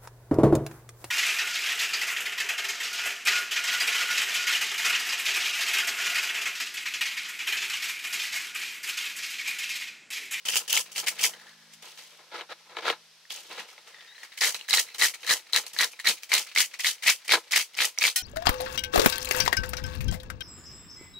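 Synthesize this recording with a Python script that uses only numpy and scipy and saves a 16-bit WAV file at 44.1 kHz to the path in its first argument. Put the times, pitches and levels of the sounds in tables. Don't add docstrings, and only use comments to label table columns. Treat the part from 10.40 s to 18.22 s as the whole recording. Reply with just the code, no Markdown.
import sys
import numpy as np
from scipy import signal
from scipy.fft import rfft, irfft, next_fast_len
from scipy.io import wavfile
from scipy.ndimage import map_coordinates

SR = 44100
rng = np.random.default_rng(int(sys.argv[2]) if len(sys.argv) > 2 else 0)


def output_pcm(signal):
    pcm = np.clip(np.atleast_2d(signal).T, -1, 1) * 32767
    wavfile.write(sys.argv[1], SR, np.round(pcm).astype(np.int16))


N = 344990


def amp(db):
    return 10 ** (np.asarray(db) / 20)


def unit(x):
    return x / np.sqrt(np.mean(x ** 2) + 1e-20)


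def along(points, hz):
    f, v = np.transpose(points)
    return np.interp(np.log(hz + 1), np.log(f + 1), v)


def curves(rows):
    s, *cols = np.transpose(sorted(rows))
    return [np.interp(np.arange(N) / SR, s, c) for c in cols]


def wobble(rate_hz):
    knots = rng.standard_normal(int(N * rate_hz / SR) + 4)
    return map_coordinates(knots, [np.arange(N) * rate_hz / SR])


def filtered(x, response):
    m = next_fast_len(N + SR // 2)
    return irfft(rfft(x, m) * response(np.fft.rfftfreq(m, 1 / SR)), m)[..., :N]


def noise(spectrum):
    return unit(filtered(rng.standard_normal((2, N)), lambda hz: amp(along(spectrum, hz))))


# frequency in Hz, relative density in dB per Hz.
AIR_SPECTRUM = [(15, -49), (25, -36), (108, -11), (161, -13.5), (363, -10.5), (451, -4.5), (1260, -2),
                (1610, 0), (3520, 4), (5730, 4), (6740, -3.5), (12900, -10), (16000, -26.5)]
# frequency in Hz, rms level in dB before the swell.
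ENGINE_ORDERS = [(161.5, -77.5), (215.3, -80), (269.2, -92)]
# time in seconds, gain in dB at 150 Hz.
ENGINE_SWELL_CURVE = [(0, -3), (.85, 4), (.95, 2.5), (1.41, 3.5), (1.45, -4), (2.6, 0.5), (2.9, -8),
                      (3.6, -7), (4, -14), (7.82, -19)]


def air():
    t = np.arange(N) / SR
    swell_db, = curves(ENGINE_SWELL_CURVE)
    hum = np.zeros(N)
    for hz, db in ENGINE_ORDERS:
        level_db = db + swell_db * (hz / 150) ** 2 + 1.2 * wobble(2.8)
        turns = hz * t + 0.023 * wobble(6.3)
        hum += np.sqrt(2) * amp(level_db) * np.sin(2 * np.pi * turns)
    hiss = amp(-57.5 + 0.44 * wobble(6.1)) * noise(AIR_SPECTRUM)
    return hiss + hum * [[1], [0]]


# frequency in Hz, width in Hz, gain in dB.
BOARD_MODES = [(337, 34.4, -4), (475.3, 55.4, 3), (604, 235, -2.5), (876, 127, 1), (1020, 65, 2.5),
               (1337, 150, 0), (1686, 125, -3), (2160, 270, -4), (3840, 660, -8)]


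def board(x):
    def response(f):
        total = 0
        for k, (hz, width_hz, db) in enumerate(BOARD_MODES):
            mode = 1j * f * width_hz / (hz * hz - f * f + 1j * f * width_hz)
            total = total + (-1) ** k * amp(db) * mode
        return 1j * f / (220 + 1j * f) * total
    return filtered(x, response)


def plucks(start, hz, cycles, size):
    t = np.arange(400) / SR
    turns = hz[:, None] * t
    decay = np.exp(-turns / cycles[:, None])
    shape = size[:, None] * decay * (1 - np.exp(-turns / 0.088))
    phase = rng.random((len(hz), 2)).T[..., None]
    waves = shape * np.sin(2 * np.pi * (turns + phase))
    where = (start[:, None] + np.arange(len(t))).ravel()
    both = np.array([np.bincount(where, w.ravel(), N + len(t))[:N] for w in waves])
    return filtered(both, lambda f: (1j * f / (600 + 1j * f)) ** 2)


def rasp(ring_hz, cycles, rate_hz, spread, spiky_db):
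    draw = rng.random((int(rate_hz * N / SR), 3))
    start = (draw[:, 0] * N).astype(int)
    rings = draw[:, 1] < .68
    life = np.where(rings, cycles[start], 1.6)
    hz = ring_hz[start] * np.exp(spread / life * rng.standard_normal(len(draw)))
    size = amp(-spiky_db * np.log(1.03 - draw[:, 2])) / np.sqrt(life)
    return unit(plucks(start, hz, life, size))


def catches(rate_hz, release_s):
    kicks = (rng.random(N) < rate_hz / SR) * rng.exponential(size=N)
    tick_s = np.transpose(SINGLE_TICKS)[0]
    kicks[np.round(tick_s * SR).astype(int)] = 1
    release = np.exp(-np.arange(SR // 10) / SR / release_s)
    shake = np.log(0.17 + signal.fftconvolve(kicks, release)[:N])
    return unit(shake - shake.mean())


SAG_DB_PER_S = 48.5


def press(start_s, rise_s, held_s, under_db, fall_db_per_s, db, curve):
    t = np.arange(0, N / SR, 1 / 1000) - start_s
    late_s = np.maximum(t - rise_s - held_s, 0)
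    swell_db = -under_db * np.clip(1 - t / rise_s, 0, 1) ** curve
    sag_db = -SAG_DB_PER_S * np.clip(t - rise_s, 0, held_s)
    shape_db = swell_db + sag_db - fall_db_per_s * late_s
    return (t >= 0) * amp(2 * (db + shape_db)), late_s


# landing time in seconds, dig-in in seconds, hold in seconds, landing level in dB under full,
# rasp level in dB, scale ring in Hz, then bite, hiss and board in dB over the rasp.
BLADE_STROKES = [(.052, 0.11, 0.0093, 7.6, -25.5, 2844, -17, -5.5, -13),
                 (0.278, .05, 0.054, 13, -25.5, 2930, -10, -3.5, -9),
                 (0.551, 0.0072, 0.034, 8.3, -30.5, 2780, -1, -5.5, -11),
                 (0.664, 0.0057, 0.0097, 6, -28.5, 2320, -5, -4, -18),
                 (.788, 0.034, 0.03, 11.3, -25.5, 2460, -6, -2.5, -10.5),
                 (4.008, 0.041, 0.036, 2.3, -26.5, 2050, -0.5, -2, -9),
                 (4.282, 0.041, 0.069, 16, -25.5, 2090, 3.5, -1, -11),
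                 (4.583, 0.027, 0.047, 13, -23.5, 2050, -1.5, -3, -12),
                 (4.866, 0.022, 0.043, 14, -28, 1880, 3.5, -1.5, -5.5),
                 (5.125, 0.026, 0.022, 12.3, -23.5, 2070, 0, -7, -12),
                 (5.359, 0.034, 0.046, 21, -23, 1980, 1, -8, -13),
                 (5.642, 0.027, 0.023, 19.4, -22.5, 2220, 4, -5, -9),
                 (5.892, 0.028, 0.066, 16.5, -23, 2315, -0.5, -6.5, -11.5),
                 (6.15, 0.018, 0.042, 11, -24, 2120, 0.5, -5, -21),
                 (6.39, 0.013, .008, 6.2, -35.5, 2330, -1, -4, -40),
                 (6.436, 0.0033, 0.049, 2.7, -32, 1990, 7, 0, -19),
                 (6.624, 0.036, 0.057, 15, -23, 2290, -4, -6, -25),
                 (6.879, 0.026, 0.033, 16, -23.5, 2235, 1.5, -10, -4.5),
                 (7.11, 0.028, 0.059, 10.8, -22.5, 2203, 0.5, -6, -25),
                 (7.367, 0.033, .04, 16.5, -23, 2304, 1.5, -6, -10.5),
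                 (7.576, 0.042, 0.055, 23, -24, 2310, 0.5, -7, -15.5),
                 (7.759, 0.0054, 0.014, 2.6, -33, 2180, 8.5, -6, -25)]
LIFT_DB_PER_S, HISS_LINGERS_S, RING_CLIMBS_HZ_PER_S = 426, .012, 4700
DIG_CURVE = 0.44
# start in seconds, rasp level in dB, scale ring in Hz,
# hiss and board in dB over the rasp.
RETURN_BRUSHES = [(0.199, -39, 2580, -17, -2), (.515, -53, 2730, 7, -21), (.625, -45.5, 2500, -18, 8),
                  (.71, -46, 2300, -15, 4), (.935, -59, 1980, -21, -9), (0.746, -47, 2900, -2, -8),
                  (3.975, -42.5, 2180, -4, -13), (4.144, -38.5, 2560, -6, -6.5),
                  (4.191, -41.5, 2620, -11, -14), (4.475, -46.5, 2480, -17, -15),
                  (4.543, -42, 2260, -4, -7), (4.737, -42.5, 2340, -8, -10), (4.805, -51, 3500, -2, -8),
                  (4.829, -41, 2200, -7.5, -7), (5.234, -50, 2600, -25, 2), (5.262, -52.5, 2360, 5.5, -22),
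                  (5.333, -48.5, 2220, 2, 2.5), (5.51, -51, 2800, -1, -2.5), (5.59, -39.5, 1990, -12, -36),
                  (5.823, -47, 2300, -1, -21), (6.064, -37.5, 2500, -12.5, -26),
                  (6.337, -42.5, 2270, -12, -21), (6.846, -57, 2190, 1, -17), (7.04, -62.5, 2300, -3, 8),
                  (7.334, -48, 2200, -13, -17)]
BRUSH_HELD_S, BRUSH_FADES_DB_PER_S, BRUSH_BITE_DB = 0.011, 439, 0
# start in seconds,
# swell in seconds, hold in seconds, fade in dB/s, rasp level in dB, scale ring in Hz,
# hiss and board in dB over the rasp.
SHOVES_AND_SLIP = [(1.32, 0.018, .005, 497, -55, 2370, 2, -23),
                   (1.419, .006, 0.085, 149, -44.5, 2800, -9, -3.5),
                   (1.565, 0.013, 0.075, 111, -46.5, 2540, -6.5, -8),
                   (1.7, 0.022, 0.024, 200, -63.5, 2900, -8, 9),
                   (1.78, 0.011, .01, 199, -64.5, 2750, -9, 16),
                   (1.913, 0.029, 0.076, 494, -42, 2650, -33, 9.5),
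                   (2.089, 0.026, 0.0044, 900, -39.5, 1780, -54, 6),
                   (2.17, 0.016, 0.016, 150, -64, 2300, -14, -8),
                   (2.262, .004, .006, 500, -63, 2200, -20, 10),
                   (2.29, 0.0071, 0.079, 300, -56, 2200, -29, 14),
                   (2.361, 0.0062, 0.031, 405, -44, 2320, -40, 11),
                   (2.422, 0.058, 0.026, 484, -31, 2400, -27, 9.5),
                   (2.898, .006, 0.028, 88, -39, 2970, -7.5, -11),
                   (3.084, 0.024, 0.087, 200, -44, 2620, -12, 4.5),
                   (3.168, .028, 0.0046, 304, -34.5, 2400, -20, -2.5),
                   (3.26, .03, 0.039, 200, -53, 2470, -6.5, -1),
                   (3.372, .006, 0.0076, 300, -55.5, 2250, -18, 3.5),
                   (3.462, .012, .006, 300, -45.5, 2200, -13.5, -1.5),
                   (3.53, 0.015, 0.26, 200, -53, 2030, -37, -8),
                   (3.78, 0.057, 0.0034, 500, -43, 1910, -13, -10),
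                   (6.929, 0.0057, 0.015, 506, -29, 1500, -22, 9.5)]
SWELL_FROM_DB, SHOVE_BITE_DB = 15.5, 2
# time in seconds, rasp level in dB,
# scale ring in Hz, board in dB over the rasp.
FAINT_RUSTLE = [(0, -85, 2200, -6), (.045, -80, 2200, -6), (.06, -64, 2580, -9), (.5, -51.5, 2460, -2.5),
                (.9, -47, 1800, -2), (1.17, -56.5, 1720, -7), (1.4, -65, 1900, -2), (1.8, -68, 2700, 4),
                (2.6, -70, 2500, 8), (2.88, -97, 2200, -12), (2.95, -54.5, 2600, 1.5),
                (3.5, -63.5, 2210, 2), (3.9, -53.5, 2050, -11), (4.5, -54.5, 2280, -7), (6, -53, 2300, -9),
                (7.82, -62, 2300, -3)]
RUSTLE_BITE_DB, RUSTLE_HISS_DB = -2, -13
LONG_CYCLES, DAMPED_CYCLES = 5.06, 2.4
BOARD_JOINS_DB, BITE_QUITS_DB_PER_S = 1.5, 45


def contact():
    rows = [(s, rise, held, under, LIFT_DB_PER_S, db, hz, bite, hiss, low, LONG_CYCLES, HISS_LINGERS_S, DIG_CURVE)
            for s, rise, held, under, db, hz, bite, hiss, low in BLADE_STROKES]
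    rows += [(s, .003, BRUSH_HELD_S, 6, BRUSH_FADES_DB_PER_S, db, hz, BRUSH_BITE_DB, hiss, low, LONG_CYCLES, 0, 1)
             for s, db, hz, hiss, low in RETURN_BRUSHES]
    rows += [(s, rise, held, SWELL_FROM_DB, fall, db, hz, SHOVE_BITE_DB, hiss, low, DAMPED_CYCLES, 0, 1)
             for s, rise, held, fall, db, hz, hiss, low in SHOVES_AND_SLIP]
    grid_s = np.arange(0, N / SR, 1 / 1000)
    knots, *columns = np.transpose(FAINT_RUSTLE)
    db, hz, low = (np.interp(grid_s, knots, c) for c in columns)
    rustle = amp(2 * db)
    total = np.array([rustle, rustle * amp(2 * RUSTLE_BITE_DB), rustle * amp(2 * RUSTLE_HISS_DB),
                      rustle * amp(2 * low), rustle * hz, rustle * LONG_CYCLES])
    for s, rise, held, under, fall, db, hz, bite, hiss, low, cycles, linger, curve in rows:
        power, late_s = press(s, rise, held, under, fall, db, curve)
        slide, _ = press(s, rise + linger, held, under, fall, db + hiss, curve)
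        load, _ = press(s, rise + linger, held, under + BOARD_JOINS_DB, fall, db + low, curve)
        bite_power = power * amp(2 * (bite - BITE_QUITS_DB_PER_S * late_s))
        pitch_hz = hz + RING_CLIMBS_HZ_PER_S * np.minimum(late_s, .15)
        total += [power, bite_power, slide, load, power * pitch_hz, power * cycles]
    shares = total[1:] / total[0]
    controls = [10 * np.log10(total[0]), *10 * np.log10(shares[:3]), *shares[3:]]
    return [np.interp(np.arange(N) / SR, grid_s, c) for c in controls]


# time in seconds, 1/e life in cycles.
BITE_CYCLES = [(0, 2.5), (3.85, 1.47), (4.25, 11), (5.75, 7), (6.3, 1.66), (7.82, 4.4)]
# frequency in Hz, relative density in dB per Hz.
SKIN_HISS = [(1760, -36.5), (3000, -4), (3680, -10.5), (4050, -29), (4410, -7), (6390, -5.5),
             (15100, -17.5), (16000, -18)]
# frequency in Hz, relative density in dB per Hz.
TABLE_THUD = [(15, -62), (25, -9), (60, -9.5), (120, 3), (190, 14.5), (260, 12), (380, -1), (700, -58)]


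def knife():
    rasp_db, bite_db, hiss_db, board_db, ring_hz, ring_cycles = contact()
    bite_cycles, = curves(BITE_CYCLES)
    judder = catches(60, release_s=0.0072) * ring_cycles / LONG_CYCLES
    scales = amp(-5.0 + 3.62 * judder) * rasp(ring_hz, ring_cycles, 1300, spread=0.45, spiky_db=1.5)
    bite_rasp = rasp(np.full(N, 4050), bite_cycles, 1400, spread=0.36, spiky_db=2.0)
    bite = amp(bite_db - 6.0 + 4.54 * judder) * bite_rasp
    hiss = amp(hiss_db + 2.5 + 1.94 * judder + 3.46 * wobble(260)) * noise(SKIN_HISS)
    load = amp(rasp_db + board_db + 0.33 * judder + 3.33 * wobble(150))
    plastic = board(load * rng.standard_normal((2, N)))
    plastic /= np.sqrt(np.mean(board(rng.standard_normal(N)) ** 2))
    table = amp(0.49 * board_db - 31 + 3 * wobble(21)) * noise(TABLE_THUD)
    return amp(rasp_db) * (scales + bite + hiss + table) + amp(-5.5) * plastic


# time in seconds,
# relative level in dB, ring in Hz, treble crack in dB over that level before the common crack gain.
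SINGLE_TICKS = [(0.0536, -35, 2170, -6), (0.0873, -12.5, 3070, -13), (0.122, -21, 5600, -3),
                (0.1302, -24, 5050, -6), (0.1575, -14.5, 2870, 6), (0.1686, -21, 5070, 12),
                (0.2795, -37, 1810, -10), (0.3041, -25, 3160, 9), (0.329, -12.5, 3080, 9),
                (0.3673, -14.5, 3120, -10), (0.3743, -13.5, 2200, -3), (0.5607, -30, 2310, 5),
                (0.6004, -28, 3420, -8), (0.668, -27, 3000, -8), (0.6755, -22, 2050, 8),
                (0.6831, -22, 2200, 10), (0.7928, -23, 3040, -9), (0.8392, -20.5, 2820, 16),
                (0.8443, -16, 2140, 4), (0.8576, -20, 2170, 0), (0.9366, -35, 3110, -20),
                (1.9436, -43.5, 1370, -31), (2.0103, -31.5, 3080, -27), (2.3691, -29.5, 2330, -30),
                (2.3863, -32, 3310, -29), (2.455, -26, 1380, -34), (2.4674, -23, 1560, -19),
                (2.4804, -19.5, 1360, -27), (2.5012, -16.5, 2920, -14), (2.508, -29, 1420, -22),
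                (2.853, -44.5, 1840, -25), (2.9056, -23, 3330, -10), (2.9747, -35, 2640, -6),
                (3.3798, -40, 2170, -21), (3.5454, -38, 1930, -25), (3.7806, -38, 1820, -22),
                (3.8328, -31.5, 1860, -17), (3.9781, -29, 2250, -12), (4.0119, -13.5, 5130, -8),
                (4.0344, -30, 1870, -2), (4.0461, -13.5, 2060, -12), (4.0672, -20, 4050, -4),
                (4.1455, -19, 3950, -6), (4.2113, -29.5, 2880, -12), (4.287, -25.5, 1730, -23),
                (4.299, -21, 5090, -6), (4.3085, -13.5, 4000, 2), (4.3304, -9, 3980, -18),
                (4.3384, -14.5, 2130, -15), (4.3731, -13, 4020, -13), (4.3822, -14.5, 1870, -6),
                (4.4887, -36, 2140, -15), (4.5467, -32.5, 3800, 4), (4.6144, -13, 3880, -5),
                (4.6215, -8, 1970, -16), (4.6369, -15, 1960, -12), (4.6441, -19, 1890, -17),
                (4.6522, -15.5, 1830, -10), (4.74, -33, 2230, -14), (4.8314, -38, 3000, -15),
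                (4.8472, -35, 1800, -17), (4.8939, -17.5, 2230, -12), (4.9074, -15, 1910, -13),
                (4.9258, -15, 1770, -11), (4.937, -21, 5660, 10.5), (5.1334, -9.5, 4050, -23),
                (5.1463, -17, 4000, -17), (5.162, -8, 4000, -20), (5.1717, -18.5, 1780, -7),
                (5.2657, -27, 4270, -1), (5.3647, -27, 1740, -23), (5.3884, -11.5, 4100, -9),
                (5.408, -11, 1960, -17), (5.4247, -25, 1930, -11), (5.4325, -19, 4050, -4),
                (5.4419, -22, 1760, -14), (5.5336, -33.5, 2500, -7), (5.592, -34, 1960, -20),
                (5.5993, -34, 1800, -15), (5.6454, -28, 2270, -21), (5.6544, -18, 1910, -22),
                (5.6632, -19, 1850, -11), (5.6726, -9, 4040, -4), (5.6895, -18, 3950, -13),
                (5.834, -35, 2350, 11.5), (5.9182, -12.5, 2190, -30), (5.9312, -13.5, 2110, -13),
                (5.9397, -16, 4100, -18), (5.9515, -12, 4000, -8), (5.9643, -19, 4010, -9),
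                (5.9784, -17, 2410, -14), (6.1616, -11.5, 2140, -20), (6.175, -9.5, 2220, -17),
                (6.1839, -22, 4090, -9), (6.207, -22, 3900, -16), (6.3403, -28.5, 2170, -17),
                (6.398, -25, 2000, -17), (6.4062, -22, 5300, -15), (6.4461, -14, 2070, -12),
                (6.4582, -14.5, 2180, -15), (6.481, -17, 3860, -8), (6.6324, -28, 1950, -9),
                (6.6768, -11.5, 2150, -16), (6.6828, -22, 2280, -12), (6.6953, -11.5, 5460, -11),
                (6.7037, -22, 2360, -7), (6.8495, -46, 2100, -8), (6.8813, -26, 5400, 6),
                (6.8931, -15, 2370, -17), (6.9113, -11, 2170, -7), (6.923, -16.5, 4500, -14),
                (6.9437, -21, 2270, -18), (6.9544, -20, 1520, -18), (7.1213, -13.5, 5440, -3),
                (7.1348, -14.5, 2350, -15), (7.16, -11, 2180, -15), (7.171, -16, 2900, -13),
                (7.1956, -27, 3070, -9), (7.3443, -39, 2920, 1), (7.351, -29.5, 5280, -19),
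                (7.373, -37, 2280, -19), (7.3889, -14, 2360, -13), (7.4045, -15.5, 2500, -20),
                (7.4451, -19, 1960, -10), (7.458, -26, 3040, -4), (7.5766, -27, 2190, -22),
                (7.5872, -9.5, 5670, -27), (7.6114, -23, 2270, 5), (7.6208, -18, 2320, -16),
                (7.6399, -8.5, 2330, -16), (7.6516, -11, 2280, -21), (7.6588, -18, 2100, -13),
                (7.6746, -25, 2500, -8), (7.6998, -23, 4220, -5)]
TICK_CYCLES, TICK_DB = 4.65, 3
KNOCK_DB = -4


def ticks():
    s, db, hz, crack_db = np.transpose(SINGLE_TICKS)
    start = np.round(s * SR).astype(int)
    knock_db = KNOCK_DB + contact()[3][start + 200]
    ring = plucks(start, hz, np.full(len(s), TICK_CYCLES), amp(db + TICK_DB))
    crack, knock = np.zeros((2, 2, N + 300))
    t = np.arange(300) / SR
    burst = amp(-60 * t / 0.0024) * (1 - np.exp(-t / 0.00011))
    for at, crack_gain, knock_gain in zip(start, amp(db + crack_db), amp(db + knock_db)):
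        crack[:, at:at + len(t)] += crack_gain * burst * rng.standard_normal((2, len(t)))
        knock[:, at] = knock_gain
    crack = filtered(crack[:, :N], lambda f: (1j * f / (3500 + 1j * f)) ** 2 * (11000 / (11000 + 1j * f)) ** 2)
    return ring + amp(11.0) * crack + amp(25.5) * board(knock[:, :N])


# time in seconds, lower tone in Hz, upper tone in Hz, level in dB.
SKIN_SQUEAK = [(3.46, 1910, 3500, -96), (3.54, 1900, 3560, -57.5), (3.64, 1830, 3500, -59),
               (3.73, 1800, 3860, -57.5), (3.8, 1840, 4240, -60.5), (3.9, 1800, 4340, -90)]


def squeak():
    low_hz, high_hz, db = curves(SKIN_SQUEAK)

    def tone(hz):
        turns = np.cumsum(hz) / SR + 0.5 * wobble(140)
        return amp(5.5 * wobble(70)) * np.sin(2 * np.pi * turns)

    level = amp(np.where(db > -85, db, -140))
    return level * (tone(low_hz) + amp(2.5) * tone(high_hz)) * [[1], [.4]]


# time in seconds, relative level in dB.
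METAL_HITS = [(7.7595, -9.5)]
# frequency in Hz, relative level in dB, t60 in seconds.
METAL_MODES = [(755, -28, 4.4), (1474, -13.5, 0.33), (1870, -1.5, 0.078), (2450, -12, 0.33),
               (2600, -20, 0.1), (2988, -11.5, 0.34), (3165, -9, 0.49), (3680, -21, 0.14),
               (4140, -5.5, 0.17), (4640, -29, 3.9), (4760, -18, 0.65), (5330, -2, 0.18),
               (6400, -19, 0.093), (6481, -23, 0.29), (7100, -15, 0.11), (7257, -4, 0.064),
               (7590, -30, 1.8), (8040, -5, 0.14), (8400, -14, 0.088), (8900, 3, 0.065),
               (10560, 1.5, 0.063), (11400, -21, 0.31), (12500, -29, 0.19), (12930, -17, 0.18)]


def clink():
    out = np.zeros((2, N))
    jangle = noise([(500, -42), (1400, -7), (2500, -25), (6000, 7), (10000, 4), (16000, 1.5)])
    for s, db in METAL_HITS:
        t = np.arange(N - round(s * SR)) / SR
        ring = np.zeros((2, len(t)))
        for hz, level_db, t60_s in METAL_MODES:
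            turns = hz * t + rng.random((2, 1)) + 0.064 * wobble(60)[:len(t)]
            ring += amp(level_db - 60 * t / t60_s) * np.sin(2 * np.pi * turns)
        dense = amp(6.5 - 60 * t / 0.11) * jangle[:, :len(t)]
        onset = 1 - np.exp(-t / 0.00069)
        out[:, -len(t):] += amp(db - 15.5) * (ring + dense) * onset
    return out


# frequency in Hz, t60 in seconds.
SHELTER_DECAY = [(300, 0.019), (2000, 0.082), (10000, 0.15)]


def shelter(x):
    hz, t, z = signal.stft(rng.standard_normal((2, SR // 5)), SR, nperseg=128)
    decay = amp(-60 * t / along(SHELTER_DECAY, hz)[:, None])
    tail = signal.istft(z * decay, SR, nperseg=128)[1]
    x = filtered(x, lambda f: (1j * f / (1100 + 1j * f)) ** 2)
    return signal.fftconvolve(x, tail / np.linalg.norm(tail[0]), axes=1)[:, :N]


# frequency in Hz, left-right correlation (1 = same).
EAR_LIKENESS = [(30, 0.65), (70, 0.9), (130, 0.98), (300, .99), (600, 0.98), (1200, 0.84), (2400, 0.8),
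                (5000, 0.25), (9000, 0.12), (14000, .01)]


def scene():
    near = knife() + ticks() + clink() + squeak()
    both = near + amp(-8) * shelter(near) + air()

    def split(hz):
        angle = np.arccos(np.clip(along(EAR_LIKENESS, hz), -1, 1)) / 2
        return np.array([np.cos(angle), np.sin(angle)])

    mid, side = filtered(both, split)
    return np.array([mid + side, mid - side]) * amp([[.45], [-.45]])


HEADROOM, TOP_HZ = 0.82, 15750


def record(dry):
    rounded = dry / (1 + np.abs(dry / HEADROOM) ** 4) ** (1 / 4)
    return filtered(rounded, lambda hz: hz < TOP_HZ)


dry = scene()
out = record(dry)
output_pcm(out)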